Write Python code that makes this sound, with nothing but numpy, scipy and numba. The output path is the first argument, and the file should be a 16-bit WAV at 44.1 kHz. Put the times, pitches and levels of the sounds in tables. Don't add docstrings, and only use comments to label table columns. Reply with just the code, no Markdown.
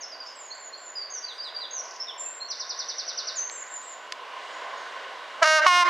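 import sys
import numpy as np
from scipy import signal
from scipy.fft import rfft, irfft
from scipy.io import wavfile
from scipy.ndimage import uniform_filter1d, map_coordinates
from numba import njit

SR = 44100
rng = np.random.default_rng(int(sys.argv[2]) if len(sys.argv) > 2 else 0)


def store_pcm(level_fs):
    pcm = np.round(np.clip(level_fs, -1, 1) * 32767).astype(np.int16)
    wavfile.write(sys.argv[1], SR, np.atleast_2d(pcm).T)


N = 259749


def undb(db):
    return 10 ** (np.asarray(db) / 20)


def level(x, db):
    return x * undb(db) / np.sqrt(np.mean(x ** 2))


def shape(x, table):
    hz, db = np.transpose(table)
    bin_hz = np.fft.rfftfreq(x.shape[-1], 1 / SR)
    return np.interp(np.log(bin_hz + 1), np.log(hz), db)


def walk(rate):
    hold = int(SR / rate)
    steps = np.repeat(rng.standard_normal(N // hold + 1), hold)
    return 1.09 * uniform_filter1d(uniform_filter1d(steps, hold), hold)[:N]


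def pair(side_db):
    mid, side = rng.standard_normal((2, N))
    return np.array([mid + undb(side_db) * side, mid - undb(side_db) * side])


def trees(x, gap_s, rise_s, t60_s, damp_hz, wet_db, side_db):
    t = np.maximum(np.arange(SR) / SR - gap_s, 0)
    tail = pair(side_db)[:, :SR] * (1 - np.exp(-t / rise_s)) * undb(-60 * t / t60_s)
    tail = signal.lfilter(*signal.butter(1, damp_hz, fs=SR), tail)
    tail = tail * undb(wet_db) / np.sqrt(np.sum(tail[0] ** 2))
    return signal.fftconvolve(x[None], tail, axes=1)[:, :N]


def causal(orders, count=256):
    k, db = np.transpose(orders)
    log_gain = np.log(undb(np.interp(np.arange(count + 1) * k[-1] / count, k, db)))
    mirrored = np.r_[log_gain, log_gain[-2:0:-1]]
    phase = -np.imag(signal.hilbert(mirrored))
    return phase[np.round(k * count / k[-1]).astype(int)]


def add(out, rows, orders, fade_s):
    s, hz, db, *loss = np.transpose(rows)
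    i = np.arange(max(int(s[0] * SR), 0), min(int((s[-1] + fade_s) * SR), N))
    t = i / SR
    phase = 2 * np.pi * np.cumsum(np.interp(t, s, hz)) / SR
    k, gain = np.array(orders)[:, :1], undb(np.array(orders)[:, 1:])
    gain = gain / np.sqrt(np.sum(gain ** 2) / 2)
    if loss:
        gain = gain * undb(-np.interp(t, s, loss[0]) * np.log2(k))
    tone = np.sum(gain * np.cos(k * phase + causal(orders)[:, None]), axis=0)
    fade = np.clip(np.minimum(t - s[0], s[-1] + fade_s - t) / fade_s, 0, 1)
    out[i] += tone * np.sin(fade * np.pi / 2) ** 2 * undb(np.interp(t, s, db))


def hush(table, db, side_db):
    noise = pair(side_db)
    return level(irfft(rfft(noise) * undb(shape(noise, table)), N), db)


def train():
    # pitch_hz [Hz], level_db [relative dB per Hz]
    roar_colour = [(18, -76), (30, -75.5), (117, -43.5), (347, -18), (428, -11), (663, -3), (895, -8),
                   (1050, 3), (1210, -7.5), (1520, -8.5), (1710, -7.5), (2010, -7), (2530, -15),
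                   (3190, -13.5), (7500, -30), (9750, -39.5), (16500, -120)]
    # pitch_hz [Hz], width_hz [Hz], level_db [relative dB]
    rail_rings = [(620, 79, -19), (1005, 210, -5.5), (1507, 95, 4.5), (2868, 170, -5), (3900, 53, -12)]
    growth_db = 1.97 * (np.arange(N) / SR - 5.49)
    noise = pair(-17.5)
    f = np.fft.rfftfreq(N, 1 / SR)
    ring_power = sum(undb(db) ** 2 / (1 + (2 * (f - hz) / width) ** 2) ** 2 for hz, width, db in rail_rings)
    roar_power = undb(shape(noise, roar_colour)) ** 2
    bins = rfft(noise) * np.sqrt(roar_power + undb(-10.0) * ring_power)
    bins = bins / np.sqrt(np.mean(irfft(bins, N) ** 2))
    out, swell = 0, walk(1.823)
    for step in range(15):
        half_octaves = 2 * np.log2((f + 1) / 120) - step
        if step == 0:
            half_octaves = np.maximum(half_octaves, 0)
        band = irfft(bins * np.clip(1 - np.abs(half_octaves), 0, 1), N)
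        air = 120 * 2 ** (step / 2) / 9000
        flicker_db = 2.07 * swell + 1.47 * walk(3.86) + 1.5 * walk(11)
        out = out + band * undb(-37 + (1 + air) * growth_db + flicker_db)
    return out


def valley():
    valley_colour = [(18, -86), (30, -63), (234, -21), (551, -4.5), (1030, -10), (1330, -9.5), (1520, -7.5),
                     (2530, -13), (4720, -19), (6840, -25), (7500, -39), (9750, -67), (16500, -120)]
    return hush(valley_colour, -52.5, -14.0)


def preamp_hiss():
    hiss_colour = [(3000, -19), (7000, -5), (9000, -0.5), (10700, 5.5), (11100, 9.5), (11500, 4),
                   (13500, 1.5), (15000, -11), (16000, -31)]
    return hush(hiss_colour, -77.5, -21)


def bird():
    # time_s [s from the middle], pitch_hz [Hz], level_db [dB relative to the note]
    sweep_curve = [(-.014, 5880, -2), (-.008, 5874, -1.5), (.004, 4590, -0.5), (.012, 4100, -7),
                   (.024, 3577, -12.5)]
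    grace_curve = [(-.034, 5260, -29), (-.030, 5835, -38), (-.024, 5700, -8.5), (-.020, 6140, -16.5)]
    chip_curve = [(-.003, 7020, -8), (0, 5610, -1.5), (.004, 4400, -9)]
    # middle_s [s], level_db [relative dB]
    rattle_chips = [(1.83, -43), (1.854, -39), (1.884, -41), (1.91, -37.5), (1.941, -38.5), (1.963, -37),
                    (1.995, -49)]
    # first middle and spacing in s, then level and gain per sweep in dB
    trill = [(2.512 + k * .0963, -28.5 + k * 0.1) for k in range(9)]
    notes = [(note, .007) for note in syllables()]
    forms = ((grace_curve, trill, .003), (sweep_curve, trill, .005), (chip_curve, rattle_chips, .001))
    for form, table, fade in forms:
        notes += [(np.array(form) + [s, 0, db], fade) for s, db in table]
    song = np.zeros(N)
    for note, fade in notes:
        add(song, note, [(1, 0)], fade)
    song = map_coordinates(song, [np.arange(N) + 1.3 * walk(150)], order=3)
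    song = song * undb(-2.5 + 1.7 * walk(90))
    close = trees(song, 0.00096, 0.0008, 0.2, 11000, -2.63, -15.5)
    return song + close + trees(song, 0.023, 0.02, 0.5, 9800, -9.5, -16.5)


def syllables():
    # start_s, length_s [s], from_hz, top_hz, end_hz [Hz], level_db [relative dB]
    hook_notes = [(.545, 0.14, 7000, 7370, 6780, -44.5), (0.772, .13, 6980, 7360, 6940, -44),
                  (1.1, 0.083, 6250, 6540, 5560, -33), (1.707, 0.092, 6350, 6556, 5637, -31.5),
                  (3.506, .115, 6440, 7620, 6820, -38), (3.672, 0.1, 6150, 7540, 6940, -38.5),
                  (3.821, 0.11, 6300, 7670, 6830, -43)]
    # share [0-1 of its length], level_db [dB relative to the hook]
    hook_loudness = [(0, 0.5), (.12, -7), (.55, -1), (.99, -0.5)]
    # start_s, turn_s, end_s [s], from_hz, turn_hz, end_hz [Hz], level_db [relative dB]
    slur_notes = [(.001, .004, .03, 4700, 4730, 4650, -49), (.004, 0.035, 0.058, 7000, 5280, 5230, -35),
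                  (.055, .085, .11, 5600, 5480, 5200, -45.5), (0.115, .128, 0.15, 4965, 4905, 4600, -35),
                  (0.198, .205, 0.23, 4935, 4890, 4570, -33), (.25, 0.268, 0.36, 5000, 5310, 4680, -43.5),
                  (0.35, 0.421, 0.52, 7830, 7090, 6470, -43), (.95, 0.977, 1.04, 4990, 4856, 4530, -29),
                  (1.221, 1.251, 1.254, 4825, 4605, 4800, -31),
                  (1.377, 1.404, 1.435, 4990, 4625, 5030, -30.5),
                  (1.544, 1.565, 1.6, 4840, 4668, 4840, -28),
                  (1.998, 1.997, 2.027, 5200, 5330, 5280, -28.5),
                  (2.014, 2.027, 2.03, 5540, 5404, 5780, -26.5),
                  (2.177, 2.199, 2.364, 7430, 7260, 7400, -32.5),
                  (2.253, 2.253, 2.29, 2590, 2600, 2680, -44.5), (2.4, 2.42, 2.47, 4050, 4235, 4390, -33),
                  (3.354, 3.386, 3.49, 7380, 6130, 6490, -30.5), (4.494, 4.536, 4.7, 6930, 6870, 6960, -59),
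                  (4.76, 4.778, 4.9, 6910, 6660, 6000, -57)]
    # start_s [s], pitch_hz [Hz at first], level_db [relative dB]
    fall_notes = [(1.279, 4280, -35.5), (1.445, 4300, -34.5), (1.61, 4280, -32.5), (2.075, 3795, -37)]
    rise_notes = [(.5, 4140, -35), (.722, 4120, -36.5)]
    # time_s [s from start], pitch_ratio [times the pitch], level_db [dB relative to the note]
    fall_curve = [(-.006, 1.06, -9), (0, 0.99, -7), (.022, .9, -1), (.045, .775, -11)]
    rise_curve = [(0, 1, -12), (.021, 1.04, -0.2), (.031, 1.14, -10)]
    flick_s, droop_power = .011, 1.7
    notes = []
    for s, length, from_hz, top_hz, end_hz, db in hook_notes:
        t = np.r_[0, np.linspace(flick_s, length, num=9)]
        droop = ((t[1:] - flick_s) / (length - flick_s)) ** droop_power
        hz = np.r_[from_hz, top_hz + (end_hz - top_hz) * droop]
        loudness_db = db + np.interp(t / length, *np.transpose(hook_loudness))
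        notes.append(np.c_[s + t, hz, loudness_db])
    for row in slur_notes:
        loudness_db = row[6] + np.array([-9.5, 0, -11])
        notes.append(np.c_[np.sort(row[:3]), row[3:6], loudness_db])
    for form, table in ((fall_curve, fall_notes), (rise_curve, rise_notes)):
        notes += [np.array(form) * [1, hz, 1] + [s, 0, db] for s, hz, db in table]
    return notes


def swells():
    # start_s, end_s [s], low_hz, high_hz [Hz], level_db [dB before the swell shape and flutter]
    treble_puffs = [(0.214, 0.377, 5260, 6960, -55.5), (1.31, 1.404, 7200, 9400, -67),
                    (1.42, 1.52, 7300, 8970, -67), (1.538, 1.677, 7160, 9000, -71)]
    out, t = 0, np.arange(N) / SR
    for start, end, low_hz, high_hz, db in treble_puffs:
        band_filter = signal.butter(3, [low_hz, high_hz], "bandpass", fs=SR, output="sos")
        band = signal.sosfilt(band_filter, pair(-13.5))
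        rise_and_fall = np.sin(np.pi * np.clip((t - start) / (end - start), 0, 1))
        out = out + level(band, db) * rise_and_fall
    return out * undb(1.2 * walk(70))


def ticks():
    crack_rows = [(3.498, -22.5, 3000, .006), (3.668, -42, 4500, .006), (3.760, -43, 4000, .006),
                  (3.814, -42, 4500, .005), (4.1228, -16, 3700, .012)]
    out, t = np.zeros(N + 2000), np.arange(2000) / SR
    for s, db, hz, t60 in crack_rows:
        noise = rng.standard_normal(len(t))
        band = signal.butter(3, [.42 * hz, 1.6 * hz], "bandpass", fs=SR)
        crack = signal.lfilter(*band, noise * undb(-60 * t / t60))
        first = int(s * SR)
        out[first:first + len(t)] += undb(db) * crack / np.max(np.abs(crack))
    out = out[:N]
    return out + trees(out, 0.001, .002, 0.027, 4700, -21, 7)


def horns():
    # [treble loss, dB per octave]
    horn_rows = [(5.415, .016, 5.478, 5.575, 312.6, 4.5, -3.5, .068, 27.5, 0.04, 1.5),
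                 (5.661, .006, 5.69, 5.812, 355.3, 14.5, -11.5, .047, 3.4, 0.03, -1.2)]
    # multiple [of pitch], level_db [relative dB]
    low_partials = [(1, -40), (2, -4), (3, -8), (4, -1), (5, -2), (6, -8), (7, -9), (8, -18), (9, -10),
                    (10, -20), (13, -16), (18, -16), (22, -23), (26, -39), (30, -32), (33, -36), (37, -49),
                    (48, -56)]
    high_partials = [(1, -35), (2, -16), (3, 0), (4, -10), (5, -13), (6, -10), (7, -18), (8, -13), (9, -20),
                     (12, -21), (13, -26), (14, -20), (18, -26), (20, -38), (24, -35), (25, -40), (32, -45),
                     (42, -66)]
    blast = np.zeros(N)
    for row, orders in zip(horn_rows, (low_partials, high_partials)):
        add(blast, blow(*row), every(orders), .003)
    blast = -map_coordinates(blast, [np.arange(N) + .2 * walk(330)], order=3)
    bell = signal.butter(2, [700, 7000], "bandpass", fs=SR, output="sos")
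    blast = blast + signal.sosfilt(bell, blast * undb(-26) * rng.standard_normal(N))
    platform = trees(blast, .004, .004, .1, 4000, -19, -12)
    near = trees(blast, .015, .01, .3, 800, -24, -14) + trees(blast, .02, .02, .5, 2500, -29, -12)
    far_bank = trees(blast, 0.1946, .02, 0.51, 5200, -19, -9)
    return blast + platform + near + far_bank


def blow(start, attack, full, shut, hz, db, first_db, sharp, wobble_hz, sag, stutter_db):
    # after_s [s after the valve shuts], level_db [dB], treble_loss [dB per octave]
    valve_closing = [(.022, -4.5, 0.5), (.04, -10, 6.5), (.086, -14.5, 4.5)]
    settle_s, onset_db, onset_dull = 0.019, -13.5, 15
    after, shut_db, dull = np.transpose(valve_closing)
    t = np.arange(start, shut + after[-1], .001)
    late = np.maximum(t - start - attack, 0)
    bend = sharp * np.exp(-late / settle_s) * np.cos(2 * np.pi * wobble_hz * late)
    bend = bend * np.interp(t, [start, start + attack], [.5, 1])
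    bend = bend - sag * np.interp(t, np.r_[shut, shut + after[:2]], [0, 1, 0])
    marks = np.r_[start, start + attack, full, shut, shut + after]
    loudness_db = db + np.interp(t, marks, np.r_[onset_db, first_db, 0, 0, shut_db])
    pulses = np.sin(np.pi * 59.5 * (full - t)) ** 4
    catch = stutter_db * np.minimum(late / settle_s, 1) * (t < full) * pulses
    treble_loss = np.interp(t, marks, np.r_[onset_dull, 0, 0, 0, dull]) + catch
    return np.c_[t, hz * (1 + bend), loudness_db, treble_loss]


def every(orders):
    k = np.arange(1, orders[-1][0] + 1)
    return np.c_[k, np.interp(k, *np.transpose(orders))]


def scene():
    bird_pan = undb([[-0.425], [0.425]])
    background = train() + valley() + preamp_hiss()
    return background + bird() * bird_pan + swells() + ticks() + horns()


@njit
def ride(loud, attack, release, top, power):
    gain, followed = np.empty(len(loud)), 0.
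    for i in range(len(loud)):
        followed += (loud[i] - followed) * (attack if loud[i] > followed else release)
        gain[i] = min(1., top / (followed + 1e-9)) ** power
    return gain


def record(dry):
    # pitch_hz [Hz], left_minus_right_db [dB]
    microphone_colours = [(100, 0), (170, -2), (290, -2.7), (500, -2.5), (850, -2), (1440, -1.5),
                          (2440, -.2), (4150, -.7), (7050, .2)]
    padded = np.pad(dry, ((0, 0), (0, SR // 2)), mode="reflect")
    half_db = shape(padded, microphone_colours) / 2
    x = irfft(rfft(padded) * undb([half_db, -half_db]), padded.shape[1])[:, :N]
    power = uniform_filter1d(np.mean(x ** 2, axis=0), size=265, origin=132)
    loud = np.sqrt(np.maximum(power, 0))
    x = x * ride(loud, 1 / (0.0014 * SR), 1 / (0.002 * SR), undb(-20.0), 0.93)
    x = signal.sosfilt(signal.butter(2, 90, "highpass", fs=SR, output="sos"), x)
    return signal.sosfilt(signal.ellip(8, .2, 70, 15700, fs=SR, output="sos"), x)


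dry = scene()
out = record(dry)
store_pcm(out)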